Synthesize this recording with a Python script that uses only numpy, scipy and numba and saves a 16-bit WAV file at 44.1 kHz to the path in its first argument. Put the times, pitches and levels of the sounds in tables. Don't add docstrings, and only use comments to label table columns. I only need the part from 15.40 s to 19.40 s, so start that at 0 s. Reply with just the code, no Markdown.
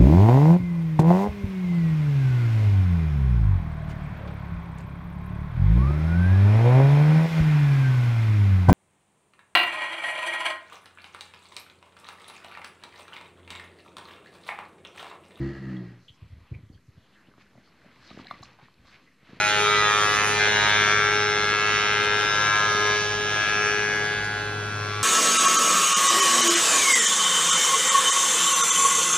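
import sys
import numpy as np
from scipy import signal
from scipy.io import wavfile
from scipy.ndimage import uniform_filter1d
from numba import njit

SR = 44100
rng = np.random.default_rng(int(sys.argv[2]) if len(sys.argv) > 2 else 0)


def generate_wav(sig):
    pcm = np.round(np.clip(np.atleast_2d(sig).T, -1, 1) * 32767).astype(np.int16)
    wavfile.write(sys.argv[1], SR, pcm)


def gain_from_db(level_db):
    decades = np.asarray(level_db, float) / 20
    return 10 ** decades


N = 176400


def unit(x):
    return x / np.sqrt(np.mean(x ** 2))


@njit
def svf(x, hz, width):
    y, b, l = np.empty(len(x)), 0., 0.
    g, k = np.tan(np.pi * hz / SR), width / hz
    for i in range(len(x)):
        v = (b + g * (x[i] - l)) / (1 + g * (g + k))
        b, l, y[i] = 2 * v - b, l + 2 * g * v, k * v
    return y


def resonate(x, hz, width_hz):
    hz, width_hz = float(hz), float(width_hz)
    return svf(svf(x, hz, width_hz), hz, width_hz)


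def walk(rate_hz, size=N):
    k = int(SR / rate_hz)
    steps = np.repeat(rng.standard_normal(size // k + 1), k)
    return 1.855 * uniform_filter1d(uniform_filter1d(steps, k), k)[:size]


def grit():
    grains_per_s, uneven_db, bed = 2500, 2.5, .5
    hit = rng.random(N) < grains_per_s / SR
    grains = hit * rng.standard_normal(N) * gain_from_db(uneven_db * rng.exponential(size=N))
    return unit(grains + bed * rng.standard_normal(N))


def bands(spectrum, source):
    flicker_db = 1.8
    hz0, db0 = np.array(spectrum).T
    out, swell = 0, walk(5.42)
    for k, hz in enumerate(40 * 2 ** (np.arange(24) / 3)):
        db = np.interp(np.log(hz), np.log(hz0), db0) + flicker_db * (walk(18) + .5 * swell)
        shifted = np.roll(source, k * SR // 7)
        out = out + gain_from_db(db) * resonate(shifted, hz, hz / 3)
    return unit(out)


def boom():
    # time in seconds, pulse rate in Hz, effort in dB, airflow in dB,
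    # brightness above the third harmonic in dB per octave.
    course = [
        (0, 68.06, -30.5, -30, -1.5),
        (.07, 69.9, -30, -27.5, -2),
        (0.141, 69.2, -36.5, -30, -1),
        (0.201, 65.74, -38.5, -35, -7),
        (0.269, 64.87, -37, -36, -2),
        (0.33, 62.95, -38.5, -34, 1.5),
        (.44, 60.24, -39.5, -42.5, -7),
        (0.521, 60.1, -49, -42.5, -19),
        (.62, 56.4, -61, -65, -6),
    ]
    # centre in Hz, width in Hz, level in dB.
    neck_modes = [(74.6, 9.3, -6), (120, 9.8, -3), (139.8, 14.6, -3), (182, 14, 2.5), (260.7, 6.6, -3.5),
                  (307.6, 13.8, -0.5), (346.5, 13, 0.5), (479, 43, -31.5), (575, 48, -26)]
    # centre in Hz, width in Hz, level in dB.
    throat_modes = [(750, 820, -13.5), (1266, 140, -10.5), (1668, 73, -5), (1770, 140, -5.5),
                    (1896, 30, 0.5), (2644, 130, -17), (4230, 750, -21), (5600, 1400, -34)]
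    jitter, shimmer_db, growl_db, neck_broad = .012, 2.2, -10, 2.14
    rumble_db, rumble_hz, rumble_width_hz = -14, 210, 330
    rumble_lag = .75
    rasp_db, rasp_gate_cycles, air_flicker_db = -21, 0.94, 1.2

    lead, n = SR // 4, SR
    t = (np.arange(n) - lead) / SR
    s, hz, db, air_db, bright_db = np.array(course).T
    phase = np.cumsum(np.interp(t, s, hz) * (1 + jitter * walk(40.34, size=n))) / SR
    past_end_s = np.clip(t - s[-1], 0, 1)
    effort_db = np.interp(t, s, db) - 300 * past_end_s
    tilt_db = np.interp(t, s, bright_db)

    pulses = 0
    for k in range(1, 10):
        harmonic_db = shimmer_db * walk(30.3, size=n) + tilt_db * max(np.log2(k / 3), 0)
        pulses = pulses + gain_from_db(harmonic_db) * np.cos(2 * np.pi * k * phase)
    turbulence = rng.standard_normal(n)
    driven = (pulses + 10 * gain_from_db(growl_db) * turbulence) * gain_from_db(effort_db)
    voice = 0
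    for k, (f, w, d) in enumerate(neck_modes):
        voice = voice + (-1) ** k * gain_from_db(d) * resonate(driven, f, neck_broad * w)

    rumble = unit(resonate(turbulence, rumble_hz, rumble_width_hz))
    rumble = rumble * gain_from_db(rumble_db + db[0] + rumble_lag * (effort_db - db[0]))

    gate = 0.47 + np.exp(-(phase % 1) / rasp_gate_cycles)
    flow_db = air_flicker_db * walk(27.25, size=n) + np.interp(t, s, air_db) - 380 * past_end_s
    air = rng.standard_normal(n) * gate * gain_from_db(flow_db)
    rasp = sum(gain_from_db(d) * resonate(air, f, 2 * w) for f, w, d in throat_modes)
    return np.r_[(voice + rumble + 10 * gain_from_db(rasp_db) * rasp)[lead:], np.zeros(N - n + lead)]


def rustle():
    # frequency in Hz, density in dB per Hz.
    spectrum = [(60, 0), (130, 3), (250, -1.5), (700, -6), (1200, -6.5), (2100, -5), (4200, -15),
                (7000, -35.5)]
    # time in seconds, level in dB.
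    stir = [(.5, -59.5), (.7, -64.5), (1.1, -62.5), (1.45, -69), (1.55, -63), (2.0, -64), (2.4, -62),
            (2.55, -59), (2.7, -52.5), (2.95, -55.5), (3.12, -58), (3.18, -61.5), (3.35, -65.5),
            (3.55, -57), (3.75, -68), (3.9, -56.5)]
    stir_db = np.interp(np.arange(N) / SR, *np.array(stir).T)
    return bands(spectrum, grit()) * gain_from_db(stir_db - 1.5)


def shed_hum():
    # frequency in Hz, density in dB per Hz.
    spectrum = [(30, -39.5), (70, -8.5), (218, 3), (683, -21), (2430, -29.5), (4590, -22.5), (7000, -23)]
    return bands(spectrum, rng.standard_normal(N)) * gain_from_db(-67.5)


def knocks():
    # start in seconds, peak in dB, ring in Hz, t60 in seconds.
    hits = [(.367, -48.5, 3320, 0.054), (1.913, -55, 1530, 0.041), (1.938, -47.5, 1260, 0.016),
            (1.979, -45.5, 760, 0.01), (2.064, -51.5, 1520, 0.024), (2.153, -47, 670, 0.015),
            (2.178, -44, 660, 0.015), (2.214, -61, 2150, .02), (2.381, -52, 1620, .02),
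            (2.446, -47.5, 590, 0.041), (2.513, -50, 2070, .02), (2.707, -37.5, 640, 0.038),
            (2.713, -40, 1230, .02), (2.773, -46, 613, 0.025), (2.791, -37.5, 1190, 0.02),
            (2.798, -40.5, 897, .03), (2.854, -42.5, 750, 0.037), (2.869, -32.5, 3950, 0.011),
            (2.869, -38.5, 1710, 0.02), (2.881, -43, 2210, 0.048), (2.91, -26.5, 1162, 0.024),
            (2.91, -30.5, 742, 0.027), (2.909, -35.5, 3530, 0.023), (2.91, -44, 4100, 0.034),
            (2.922, -44, 1104, 0.037), (2.997, -43.5, 534, 0.033), (3.022, -50, 6500, .008),
            (3.022, -47, 9500, .006), (3.022, -37, 12600, .008), (3.027, -39.5, 754, 0.026),
            (3.031, -36.5, 1133, 0.035), (3.029, -41.5, 4050, 0.028), (3.034, -40, 6900, .012),
            (3.034, -39, 5220, 0.014), (3.035, -46, 12300, .008), (3.047, -42.5, 4170, 0.013),
            (3.188, -41.5, 870, .015), (3.196, -43, 750, 0.025), (3.203, -53, 980, .02),
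            (3.214, -49, 2300, 0.023), (3.254, -51, 1820, 0.033), (3.284, -39.5, 1050, 0.012),
            (3.383, -54.5, 2440, .02), (3.448, -48, 675, 0.017), (3.453, -47, 1150, 0.022),
            (3.48, -50.5, 1160, 0.024), (3.848, -52, 1600, .02), (3.889, -47, 1550, .02),
            (3.928, -46, 604, .03)]
    rise_s = 0.00035
    out, u = np.zeros(N + SR), np.arange(SR // 5) / SR
    for s, db, hz, t60_s in hits:
        ring = np.sin(2 * np.pi * hz * u) + 0.14 * np.sin(2 * np.pi * 0.99 * hz * u)
        ring = ring + 0.38 * unit(resonate(rng.standard_normal(len(u)), hz, hz / 2))
        shape = np.exp(-np.log(1000) * u / t60_s) * (1 - np.exp(-u / rise_s)) ** 2
        i = int(s * SR)
        out[i:i + len(u)] += 0.72 * gain_from_db(db) * ring * shape
    return out[:N]


def scuffs():
    # start in seconds, length in seconds, level in dB, centre in Hz, width in Hz.
    drags = [(0.679, 0.021, -54.5, 3190, 523), (1.133, 0.022, -57, 2280, 400),
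             (0.55, 0.22, -75.5, 5600, 3100), (1.331, 0.03, -68.5, 3240, 400),
             (1.32, 0.033, -74, 4540, 500), (1.366, 0.015, -71, 1600, 250),
             (1.719, 0.033, -68.5, 2950, 1200), (1.744, 0.064, -66, 1680, 500),
             (1.865, 0.016, -68, 2900, 1500), (1.969, 0.061, -64, 1770, 2440),
             (2.226, 0.064, -68.5, 4560, 1530), (2.51, 0.054, -65, 2380, 3000),
             (2.596, 0.17, -64, 4640, 3020), (2.773, 0.04, -58, 1930, 2860), (2.684, 0.032, -60, 3900, 700),
             (2.784, 0.2, -68, 3930, 1210), (2.891, 0.059, -55.5, 2080, 315),
             (3.015, 0.036, -60.5, 5630, 5000), (3.183, 0.036, -57, 990, 1100),
             (3.21, 0.052, -63, 1840, 2000), (3.44, 0.13, -63, 1630, 2470),
             (3.436, 0.079, -67.5, 3400, 2480), (3.52, 0.032, -62, 2200, 700),
             (3.653, 0.038, -65, 2000, 495), (3.706, .03, -69, 1870, 400), (3.835, 0.14, -61.5, 1210, 2580)]
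    rise_share, fall_s, flicker_db = 0.3, 0.013, 1.5
    out, u = np.zeros(N + SR), np.arange(SR // 2) / SR
    grains = grit() * gain_from_db(flicker_db * walk(90))
    for s, length_s, db, hz, width_hz in drags:
        i = int(s * SR)
        rise = np.clip(u / (rise_share * length_s), 0, 1)
        fall = np.exp(-np.clip(u - length_s, 0, 9) / fall_s)
        drag = unit(resonate(np.roll(grains, -i)[:len(u)], hz, width_hz))
        out[i:i + len(u)] += gain_from_db(db) * rise * fall * drag
    return out[:N]


def bumps(table, spread_cycles, snap_db):
    rise_share, sag, wake_db, wake_s = 0.65, 0.46, -14, 0.039
    out, u = np.zeros(N + SR), np.arange(-SR // 20, SR // 5) / SR
    for (s, db, hz), turn in zip(table, rng.random(len(table))):
        c = hz * u
        slow = np.where(c < 0, rise_share, 1) * spread_cycles
        sagging = c - sag * c * np.tanh(c) / 2
        swing = np.exp(-.5 * (c / slow) ** 2) * np.cos(2 * np.pi * (sagging + turn))
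        snap = np.exp(-.5 * ((c + 0.28) / (0.52 * spread_cycles)) ** 2)
        snap = snap * np.cos(2 * np.pi * (2.74 * c + turn))
        wake = unit(resonate(rng.standard_normal(len(u)), hz, hz))
        wake = wake * np.exp(np.minimum(-u, 8 * u) / wake_s)
        i = int(s * SR) - SR // 20
        out[i:i + len(u)] += gain_from_db(db) * (swing + gain_from_db(snap_db) * snap + gain_from_db(wake_db) * wake)
    return out[:N]


def wing_puffs():
    # peak time in seconds, peak in dB, swing in Hz.
    strokes = [(.706, -45, 109), (.826, -36, 106), (.857, -44.5, 94), (.912, -42, 83), (.932, -38, 86),
               (.95, -50, 89), (.969, -41, 93), (1.009, -47, 81), (1.031, -51, 89), (1.122, -25.5, 113),
               (1.161, -33, 100.6), (1.187, -41, 149), (1.237, -39.5, 107), (1.265, -53, 100),
               (1.302, -40.5, 213), (1.306, -46, 80), (1.333, -54, 109), (1.354, -42.5, 90),
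               (1.385, -61, 324), (1.491, -42.5, 111), (1.556, -57, 84), (1.58, -42.5, 121.5)]
    return bumps(strokes, spread_cycles=0.73, snap_db=-22)


def thuds():
    # peak time in seconds, peak in dB, swing in Hz.
    falls = [(1.887, -46, 214), (1.983, -47, 240), (2.158, -47, 166), (2.183, -46.5, 216),
             (2.462, -44, 218), (2.714, -39, 230), (2.748, -46, 205), (2.776, -34.5, 246),
             (2.799, -35.5, 249), (2.821, -48, 205), (2.854, -50, 200), (2.914, -46, 175),
             (2.937, -45.5, 202), (3.01, -42, 120), (3.045, -52, 102), (3.231, -45.5, 150), (3.4, -51, 80),
             (3.449, -53, 86), (3.831, -50, 159), (3.896, -42, 229), (3.933, -36.5, 200),
             (3.972, -42.5, 185)]
    return bumps(falls, spread_cycles=0.48, snap_db=-8.5)


@njit
def walls(x, lags, gain, damp):
    line, soft, out = np.zeros((8, 4096)), np.zeros(8), np.zeros(len(x))
    for i in range(len(x)):
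        total = 0.
        for k in range(8):
            soft[k] += (1 - damp) * (gain[k] * line[k, (i - lags[k]) & 4095] - soft[k])
            total += soft[k]
        out[i] = soft[0] - soft[3] + soft[5] - soft[6]
        for k in range(8):
            line[k, i & 4095] = x[i] + soft[k] - total / 4
    return out


def pen_echo(sound):
    t60_s, damp, level_db = 0.33, 0.35, -14.5
    lags = np.array([677, 853, 1063, 1291, 1523, 1789, 2039, 2333])
    return gain_from_db(level_db) * walls(sound, lags, gain_from_db(-60 * lags / SR / t60_s), damp)


def scene():
    pen = boom() + rustle() + knocks() + scuffs() + thuds()
    mono = pen + pen_echo(pen) + shed_hum() + wing_puffs()
    return np.array([mono, mono])


def sos_filter(x, order, hz, kind="low"):
    return signal.sosfilt(signal.butter(order, hz, kind, fs=SR, output="sos"), x)


def top_cut(x):
    return signal.sosfilt(signal.butter(12, 14290, fs=SR, output="sos"), x)


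def record(dry):
    # centre in Hz, width in Hz, boost in dB.
    port = [(1170, 180, -9), (2000, 1300, -13), (4280, 590, -4.5)]
    open_s, mic_hz, bass_hz, top_hz = .003, 6800, 43.2, 13050
    hiss_db, hiss_follow_db, hiss_hz = -80, -32, 8000
    wide_hz, wide_db, leak_db = 4440, -7.5, -45.5
    offset = -.0005

    fade_in = np.minimum(np.arange(N) / SR / open_s, 1)
    mono = sos_filter(dry[0] * fade_in, 3, mic_hz)
    mono = sos_filter(mono, 2, bass_hz, "high")
    mono = mono + sum(gain_from_db(d) * svf(mono, float(f), float(w)) for f, w, d in port)

    busy = np.abs(uniform_filter1d(sos_filter(mono, 2, 1000, "high") ** 2, size=1024))
    hiss = unit(sos_filter(rng.standard_normal(N), 1, hiss_hz, "high"))
    mono = mono + np.sqrt(gain_from_db(2 * hiss_db) + gain_from_db(2 * hiss_follow_db) * busy) * hiss

    treble = sos_filter(mono, 6, wide_hz, "high")
    side = sos_filter(treble * walk(1500), 6, wide_hz, "high") * gain_from_db(wide_db)
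    side = side + gain_from_db(leak_db) * walk(300) * svf(mono, 700., 900.)
    both = mono + side * np.array([[1], [-1]])
    both = signal.sosfilt(signal.ellip(10, .2, 60, top_hz, fs=SR, output="sos"), both)
    return top_cut(both + offset)


dry = scene()
out = record(dry)
generate_wav(out)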